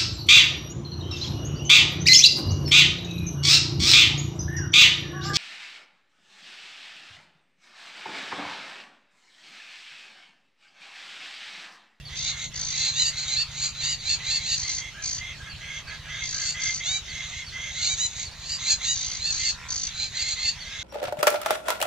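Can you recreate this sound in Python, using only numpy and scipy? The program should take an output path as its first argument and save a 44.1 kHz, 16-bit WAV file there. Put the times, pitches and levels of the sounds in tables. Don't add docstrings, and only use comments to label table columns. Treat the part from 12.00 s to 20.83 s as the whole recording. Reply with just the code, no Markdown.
import sys
import numpy as np
from scipy import signal
from scipy.fft import rfft, irfft, next_fast_len
from scipy.io import wavfile
from scipy.ndimage import uniform_filter1d

SR = 44100
rng = np.random.default_rng(int(sys.argv[2]) if len(sys.argv) > 2 else 0)


def waveform_to_disk(signal):
    frames = np.transpose(np.atleast_2d(signal))
    scaled = np.clip(frames, -1, 1) * 32767
    samples = np.round(scaled).astype(np.int16)
    wavfile.write(sys.argv[1], SR, samples)


N = 389403
T = np.arange(N) / SR


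def gain_of(db):
    return 10 ** (np.asarray(db) / 20)


def gain_of_ports(db):
    return gain_of([[-db], [db]])


def evened(x):
    return x / np.sqrt(np.mean(x ** 2) + 1e-20)


def read(points, hz):
    f, value = np.transpose(points)
    return np.interp(np.log(hz + 1), np.log(f + 1), value)


def curves(rows):
    s, *columns = np.transpose(rows)
    return [np.interp(T, s, c) for c in columns]


def wander(seconds):
    size = max(round(seconds * SR), 1)
    noise = rng.standard_normal(N)
    return evened(uniform_filter1d(uniform_filter1d(noise, size), size))


def resonate(x, hz, width_hz):
    turn = np.exp(2j * np.pi * np.cumsum(hz * np.ones(N)) / SR)
    r = np.exp(-np.pi * width_hz / SR)
    smooth = signal.lfilter([1], [1, -2 * r, r * r], x / turn)
    return evened((turn * smooth).real)


def throat(x, modes):
    return evened(sum(gain_of(db) * resonate(x, hz, width_hz) for hz, width_hz, db in modes))


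def placed(x, left_lag_samples, left_db, wet_db):
    size = next_fast_len(N)
    delay = np.exp(-2j * np.pi * np.fft.rfftfreq(size) * left_lag_samples)
    left = gain_of(left_db) * irfft(rfft(x, size) * delay, size)[:N]
    t = np.arange(SR // 4) / SR
    decay = gain_of(-60 * t / .13) * (t > .003)
    tail = rng.standard_normal((2, len(t))) * decay
    tail *= gain_of(wet_db) / np.linalg.norm(tail[0])
    return np.array([left, x]) + signal.oaconvolve(x[None], tail, axes=1)[:, :N]


# [f/Hz, share]
AIR_LIKENESS = [(60, 0.95), (240, 0.41), (900, 0.92), (2500, 0.76), (5000, 0.3), (9000, 0.035)]
# [f/Hz, relative density/dB per Hz]
AIR_SPECTRUM = [(25, -15), (54, -3), (155, -4.5), (277, -22), (589, -20.5), (1410, -17.5), (2080, -12.5),
                (4320, -16), (6370, -20.5), (8320, -25.5), (10800, -23.5), (15700, -35)]
# [middle t/s, half length/s, level/dB]
LULLS = [(0.038, 0.043, -11), (0.486, 0.029, -14), (1.722, 0.024, -4), (1.997, .03, -8), (2.924, 0.031, -1),
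         (3.839, 0.029, -4.5), (4.019, 0.026, -2), (5.015, 0.041, -1.5), (6.126, 0.021, -1.5),
         (6.367, .03, -5), (8.099, 0.037, -5), (8.549, 0.042, 0.5)]
AIR_DB = -42.5


def air():
    frames, hz = N // 256 + 5, np.fft.rfftfreq(1024, 1 / SR)
    a, b, c, d, patches = rng.standard_normal((frames, 513, 5)).T
    patches = evened(uniform_filter1d(uniform_filter1d(patches, 10, 0), 12, 1))
    same = np.clip(read(AIR_LIKENESS, hz), -1, 1)[:, None]
    left = a + 1j * b
    right = same * left + np.sqrt(1 - same ** 2) * (c + 1j * d)
    spectrum = np.array([left, right])
    below_9k = (hz < 9000)[:, None]
    patch_db = 3.6 * patches * np.clip(hz / 1500, .3, 1)[:, None] * below_9k
    spectrum *= gain_of(read(AIR_SPECTRUM, hz)[:, None] + patch_db)
    t = np.arange(frames) * 256 / SR
    lull_db = sum(db * np.exp(-((t - s) / half_s) ** 2) for s, half_s, db in LULLS)
    spectrum *= gain_of(lull_db * np.clip(hz / 1200 - .3, 0, 1)[:, None] * below_9k)
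    noise = signal.istft(spectrum, nperseg=1024, noverlap=768)[1][:, :N]
    return gain_of(AIR_DB) * evened(noise) * gain_of_ports(.7)


# [t/s, f/Hz, relative level/dB]
DRONE = [(0, 145.4, -50), (1.4, 141.6, -51), (2.6, 142.8, -54.5), (4.3, 148.3, -56), (5.8, 149.4, -62),
         (8.83, 158, -104)]


def vehicle():
    hz, db = curves(DRONE)
    turns = np.cumsum(hz * (1 + 0.00805 * wander(0.14))) / SR
    main = np.sin(2 * np.pi * turns)
    lower = gain_of(-6.5 + 1.4 * T) * np.sin(2 * np.pi * .795 * turns)
    return np.sqrt(2) * gain_of(db + 1.1 * wander(0.13)) * (main + lower)


# [t/s, firings/Hz]
PUMP_SPEED = [(0, 8.752), (1, 8.755), (2, 8.776), (4, 8.784), (5, 8.762), (6, 8.75), (8.83, 8.749)]
# [multiple of the firing rate, relative level/dB]
PUMP_ORDERS = [(4, -65), (5, -56), (6, -66), (7, -54), (8, -56), (9, -59), (10, -58), (11, -62), (12, -64),
               (13, -65), (15, -65), (17, -66)]
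PUMP_LAG_CYCLES = .09


def pump_engine():
    turns = np.cumsum(curves(PUMP_SPEED)[0]) / SR - PUMP_LAG_CYCLES
    orders, order_db = np.transpose(PUMP_ORDERS)
    pump = 0
    for k in range(4, 18):
        pump = pump - gain_of(np.interp(k, orders, order_db)) * np.cos(2 * np.pi * k * turns)
    return np.sqrt(2) * pump * gain_of(-1.34 + 1.2 * wander(0.07))


# [t/s, f/Hz, level/dB]
BUMP = (2.11, 85, -31)


def bump():
    s, hz, db = BUMP
    swing = np.exp(-((T - s) / 0.015) ** 2) * np.sin(2 * np.pi * hz * (T - s))
    return gain_of(db) * swing * [[1], [-.3]]


# [start t/s, length/s, pulse rate/Hz, relative level/dB]
CROAKS = [(6.56, .2, 77, -41), (7.535, .225, 77, -36)]
# [f/Hz, width/Hz, relative level/dB]
CROAK_THROAT = [(1010, 90, 0), (1400, 90, -2), (1850, 100, -1), (3100, 200, -5)]


def croaks():
    pulses = np.zeros(N)
    for start, length, per_s, db in CROAKS:
        s = np.arange(0, length, 1 / per_s)
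        arch = np.sin(np.pi * (s + 0.014) / (length + 0.029)) ** .5
        size = gain_of(db + 2 * rng.standard_normal(len(s)))
        pulses[((start + s) * SR).astype(int)] = size * arch
    t = np.arange(900) / SR
    ring = sum(gain_of(db) * np.exp(-np.pi * width_hz * t) * np.sin(2 * np.pi * hz * t)
               for hz, width_hz, db in CROAK_THROAT)
    return signal.oaconvolve(pulses, ring * np.clip(t / .002, 0, 1))[:N]


# [start t/s, relative level/dB]
CHIPS = [(.05, -42), (1.985, -41), (3.495, -43), (3.87, -42), (5.085, -42.5), (5.461, -41), (6.25, -39.5),
         (8.601, -39.5)]
# [t/s, f/Hz, level/dB re chip]
CHIP_SONG = [(0, 4550, 3), (.02, 4540, 4), (0.038, 4100, 2.5), (.05, 4100, -16), (.065, 4560, -3),
             (.11, 4450, -17)]


def chips():
    out = np.zeros(N)
    s, hz, db = np.transpose(CHIP_SONG)
    t = np.arange(0, s[-1], 1 / SR)
    phase = 2 * np.pi * np.cumsum(np.interp(t, s, hz)) / SR
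    tone = (np.sin(phase) + .12 * np.sin(2 * phase)) * signal.windows.tukey(len(t), .1)
    for start, level_db in CHIPS:
        out[round(start * SR):][:len(t)] += gain_of(level_db + np.interp(t, s, db)) * tone
    return out


def hoarse(calls, modes, clicks_per_s):
    t = T[::44]
    level, tight = np.zeros(len(t)), np.ones(len(t))
    for start, end, db in calls:
        u = np.clip((t - start) / (end - start), 0, 1)
        attack = np.clip((t - start) / 0.016, 0, 1)
        release = np.clip((end + 0.016 - t) / 0.049, 0, 1)
        level += gain_of(db + 5.6 * u) * attack * release
        tight += .06 * (np.sin(2.4 * u) - .7) * (u > 0) * (u < 1)
    level, tight = np.interp(T, t, level), np.interp(T, t, tight)
    turns = np.cumsum(clicks_per_s * (1 + .35 * wander(.004))) / SR
    clicks = (np.diff(turns // 1, prepend=0) > 0) * gain_of(0.98 * rng.standard_normal(N))
    drive = evened(clicks) + .5 * rng.standard_normal(N)
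    return level * throat(drive, [(hz * tight, width_hz, db) for hz, width_hz, db in modes])


# [start t/s, end t/s, relative level at start/dB]
COO = [(2.94, 3.04, -45.5), (3.39, 3.51, -47), (3.57, 3.8, -52), (3.86, 3.97, -44.5), (4.05, 4.22, -46),
       (4.32, 4.46, -44.5), (4.54, 4.72, -48.5), (5.08, 5.27, -53), (5.5, 5.72, -53), (8.62, 8.8, -52)]
# [f/Hz, width/Hz, relative level/dB]
COO_THROAT = [(660, 60, -19), (1300, 130, -11), (1630, 140, 0)]


def coos():
    return hoarse(COO, COO_THROAT, 210)


# [start t/s, end t/s, relative level at start/dB]
RASP = [(.08, .48, -44.5), (.51, .62, -49.5), (.7, .9, -42), (1.1, 1.2, -43), (1.22, 1.36, -42),
        (1.5, 1.68, -51), (1.78, 1.93, -45.5), (2.18, 2.48, -42), (2.62, 2.74, -40), (2.76, 2.9, -39),
        (3.17, 3.34, -40), (3.43, 3.51, -47), (3.6, 3.81, -40), (3.89, 3.97, -43), (4.08, 4.27, -36.5),
        (4.38, 4.5, -42), (4.54, 4.73, -35.5), (4.79, 4.86, -36), (5.07, 5.27, -39.5), (5.3, 5.45, -40),
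        (5.52, 5.72, -37), (5.74, 5.83, -37), (6.17, 6.25, -45), (6.58, 6.7, -43), (6.8, 6.86, -39),
        (7, 7.2, -47), (7.38, 7.5, -39), (8.13, 8.33, -40.5), (8.35, 8.48, -40), (8.6, 8.85, -44.5)]
# [f/Hz, width/Hz, relative level/dB]
RASP_THROAT = [(2080, 110, 0), (2680, 200, -14), (3280, 260, -5), (6170, 320, -10)]


def rasps():
    return hoarse(RASP, RASP_THROAT, 330)


# [first burst t/s, last burst t/s, burst rate/Hz, relative level/dB, share left between bursts]
CHURRS = [(.155, .32, 54.5, -35, .35), (.542, .85, 54.6, -33, .2), (2.563, 2.66, 56, -30, .25),
          (2.663, 2.81, 57, -31, .35), (3.024, 3.2, 56, -32, .25), (4.222, 4.51, 55.5, -34, .25),
          (4.603, 4.8, 56.5, -32, .4), (6.925, 7.19, 56.9, -34, .25), (7.31, 7.525, 55.5, -32, .25),
          (7.689, 7.89, 54.5, -31, .15)]
# [f/Hz, width/Hz, relative level/dB]
CHURR_THROAT = [(4640, 560, -4.5), (6160, 690, -3.5), (6460, 1150, -7)]


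def churrs():
    gate = np.zeros(N)
    for first, last, per_s, db, between in CHURRS:
        turns = (T - first) * per_s + .3
        phase = turns % 1
        burst = np.clip(phase / .1, between, 1) * np.clip((.64 - phase) / .18, between, 1)
        swell = np.clip((T - first + .008) / .025, 0, 1) * np.clip((last + .02 - T) / .06, 0, 1)
        burst_gains = gain_of(db + 1.5 * rng.standard_normal(40))
        gate += burst * swell * burst_gains[np.clip(turns, 0, 39).astype(int)]
    return np.sqrt(np.mean(gate ** 2)) * throat(gate * rng.standard_normal(N), CHURR_THROAT)


# [full voice t/s, swell/s, hold/s, effort level/dB, open beak f/Hz,
# upper resonance level/dB re effort, top pitch f/Hz, roughness at full voice 0-1]
SQUAWKS = [(0.283, 0.13, 0.02, -26, 3950, -6, 743.6, 0.64),
           (0.428, 0.12, 0.021, -34.5, 4000, 0.5, 748.6, 0.59),
           (0.834, .16, 0.056, -24.5, 4150, -4, 850, 0.67), (1.0, 0.078, 0.034, -20, 4207, -4, 987, .42),
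           (1.052, 0.053, 0.038, -23, 4503, -2.5, 944, 0.29),
           (1.192, 0.09, 0.043, -31.5, 4280, -4, 831, 0.6), (1.324, 0.12, 0.026, -27, 4160, -2, 801, 0.55),
           (1.372, .04, 0.05, -22.5, 4420, -11.5, 907, .25), (1.647, .1, 0.016, -25, 4410, -1, 836, 0.61),
           (1.85, 0.076, 0.084, -23, 4410, -5.5, 959.8, .4),
           (2.098, 0.073, .045, -23.5, 4386, -5, 889, 0.39),
           (2.304, 0.075, 0.069, -24, 4370, -6, 880.5, 0.39), (2.5, .09, 0.048, -23.5, 4350, -4, 952.7, .4),
           (2.695, 0.28, 0.029, -34.5, 4300, -15, 842, 0.7), (3.3, 0.29, 0.022, -46.5, 3500, -12, 596, .58),
           (3.768, 0.12, .02, -41, 3365, -2.5, 562, 0.47),
           (3.952, 0.069, 0.014, -41.5, 4040, -23, 774, .58),
           (4.165, .15, 0.23, -41, 3714, -6, 653.5, 0.44), (4.497, 0.15, 0.0098, -27, 4540, -1, 911.5, .58),
           (4.605, 0.094, .11, -42, 3677, 2, 646.3, 0.62),
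           (4.866, 0.039, 0.11, -26.5, 4063, -3, 779.4, 0.08),
           (5.133, 0.14, 0.27, -40, 3900, -2, 718.5, .58), (5.653, 0.19, .04, -42.5, 3514, 1, 601, .58),
           (5.845, .11, 0.03, -24.5, 4240, -1.5, 737.3, 0.58),
           (5.887, .06, .055, -27, 4120, -0.5, 773.4, 0.1),
           (6.008, .055, 0.056, -27, 4203, 3.5, 1006, 0.05), (6.218, .12, .015, -33.5, 4120, 2, 792, 0.61),
           (6.534, 0.11, 0.013, -26.5, 4685, -4, 977.4, .58),
           (6.715, 0.087, 0.013, -19, 4390, -1, 849, 0.42),
           (6.848, 0.037, 0.023, -24.5, 4120, -2, 881, .55), (6.889, .045, .04, -22.5, 4250, -1, 976, .15),
           (7.032, .15, .02, -34, 3890, -5, 721, 0.55), (7.262, 0.098, 0.051, -26.5, 4370, -6, 888.5, 0.33),
           (7.462, 0.14, 0.038, -25, 4470, -4.5, 904, 0.42), (8.025, 0.11, .02, -26, 4246, -6.5, 827, 0.66),
           (8.189, 0.07, 0.043, -27, 4373, -4.5, 868.6, 0.63),
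           (8.314, 0.18, .015, -26.5, 4250, -2.5, 851.4, 0.56),
           (8.483, 0.13, .015, -22, 4390, -7, 910.5, 0.34),
           (8.806, 0.27, 0.027, -36, 3705, -6, 665.4, 0.74)]
HOARSE = .58
SWELL_DB, SAG_DB = 15, 0.5
STOP_DB_PER_S, CLEAN_STOP = 400, 1.5
SHUT_BEAK = 0.901
START_PITCH, END_PITCH, TOP_AT = .78, .98, .84
TO_FULL_S, FROM_FULL_S = .028, .012


def loudest_squawk():
    t = np.arange(0, N / SR, .001)
    full, swell, hold, db, beak_hz, upper_db, pitch_hz, full_rough = np.transpose(SQUAWKS)[:, :, None]
    before = np.maximum(full - t, 0)
    after = np.maximum(t - full - hold, 0)
    swell_db = SWELL_DB * before / swell
    sag_db = SAG_DB * np.clip((t - full) / hold, 0, 1)
    stop_db = STOP_DB_PER_S * (1 + CLEAN_STOP * (1 - full_rough / HOARSE)) * after
    effort_db = db - swell_db - sag_db - stop_db
    u = (t - full + swell) / (swell + hold)
    shut = np.clip(1 - u / TOP_AT, 0, 1.5)
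    past_top = np.clip((u - TOP_AT) / (1 - TOP_AT), 0, 1.6)
    beak_hz = beak_hz * (1 - (1 - SHUT_BEAK) * shut)
    pitch_hz = pitch_hz * (1 - (1 - START_PITCH) * shut ** 2 - (1 - END_PITCH) * past_top ** 2)
    fullness = np.exp(-(before / TO_FULL_S + after / FROM_FULL_S) ** 2)
    rough = HOARSE + (np.clip(full_rough, 0, 1) - HOARSE) * fullness
    lead = effort_db.argmax(0), np.arange(len(t))
    tracks = effort_db, beak_hz, upper_db + 0 * t, pitch_hz, rough
    return [np.interp(T, t, uniform_filter1d(c[lead], size=8)) for c in tracks]


def squawks():
    effort_db, beak_hz, upper_db, pitch_hz, rough = loudest_squawk()
    turns = np.cumsum(pitch_hz * (1 + (.006 + .07 * rough) * wander(.004))) / SR
    pulses = evened(sum(np.cos(2 * np.pi * k * turns) for k in range(1, 15)))
    breath = evened((1.4 + np.exp(-(turns % 1) / 2.0)) * rng.standard_normal(N))
    flutter = gain_of(3 * np.sqrt(rough) * wander(.002))
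    drive = (np.sqrt(1 - rough ** 2) * pulses + rough * breath) * flutter
    low = gain_of(-11) * resonate(drive, 2840, 730)
    low += gain_of(-19) * resonate(drive, 2397, 230)
    low += gain_of(-35.5) * resonate(drive, 930, 570)
    main = resonate(drive, beak_hz, 670) + gain_of(-19) * resonate(drive, beak_hz, 810)
    upper = resonate(drive, 6750 + 0.59 * (beak_hz - 4250), 1030)
    upper += gain_of(-20.5) * resonate(drive, 10570, 2700)
    return gain_of(effort_db) * (evened(main) + low + gain_of(upper_db) * upper)


def scene():
    engines = (pump_engine() + vehicle()) * gain_of_ports(.6)
    far = rasps() + coos() + croaks() + chips()
    far_birds = placed(far, .6, -3.5, -9)
    left_bird = gain_of(4.5) * placed(churrs(), -2.1, .5, -7)
    right_bird = placed(squawks(), 1.4, -2.2, -7)
    return air() + engines + bump() + far_birds + left_bird + right_bird


DULL_HZ, EDGE_HZ = 7850, 15750


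def record(dry):
    dull = signal.sosfiltfilt(signal.butter(5, DULL_HZ, fs=SR, output="sos"), dry)
    heard = dull + gain_of(-12.5) * (dry - dull)
    band = signal.firwin(511, EDGE_HZ, window=("kaiser", 9), fs=SR)
    return signal.oaconvolve(heard, band[None], "same")


dry = scene()
out = record(dry)
waveform_to_disk(out)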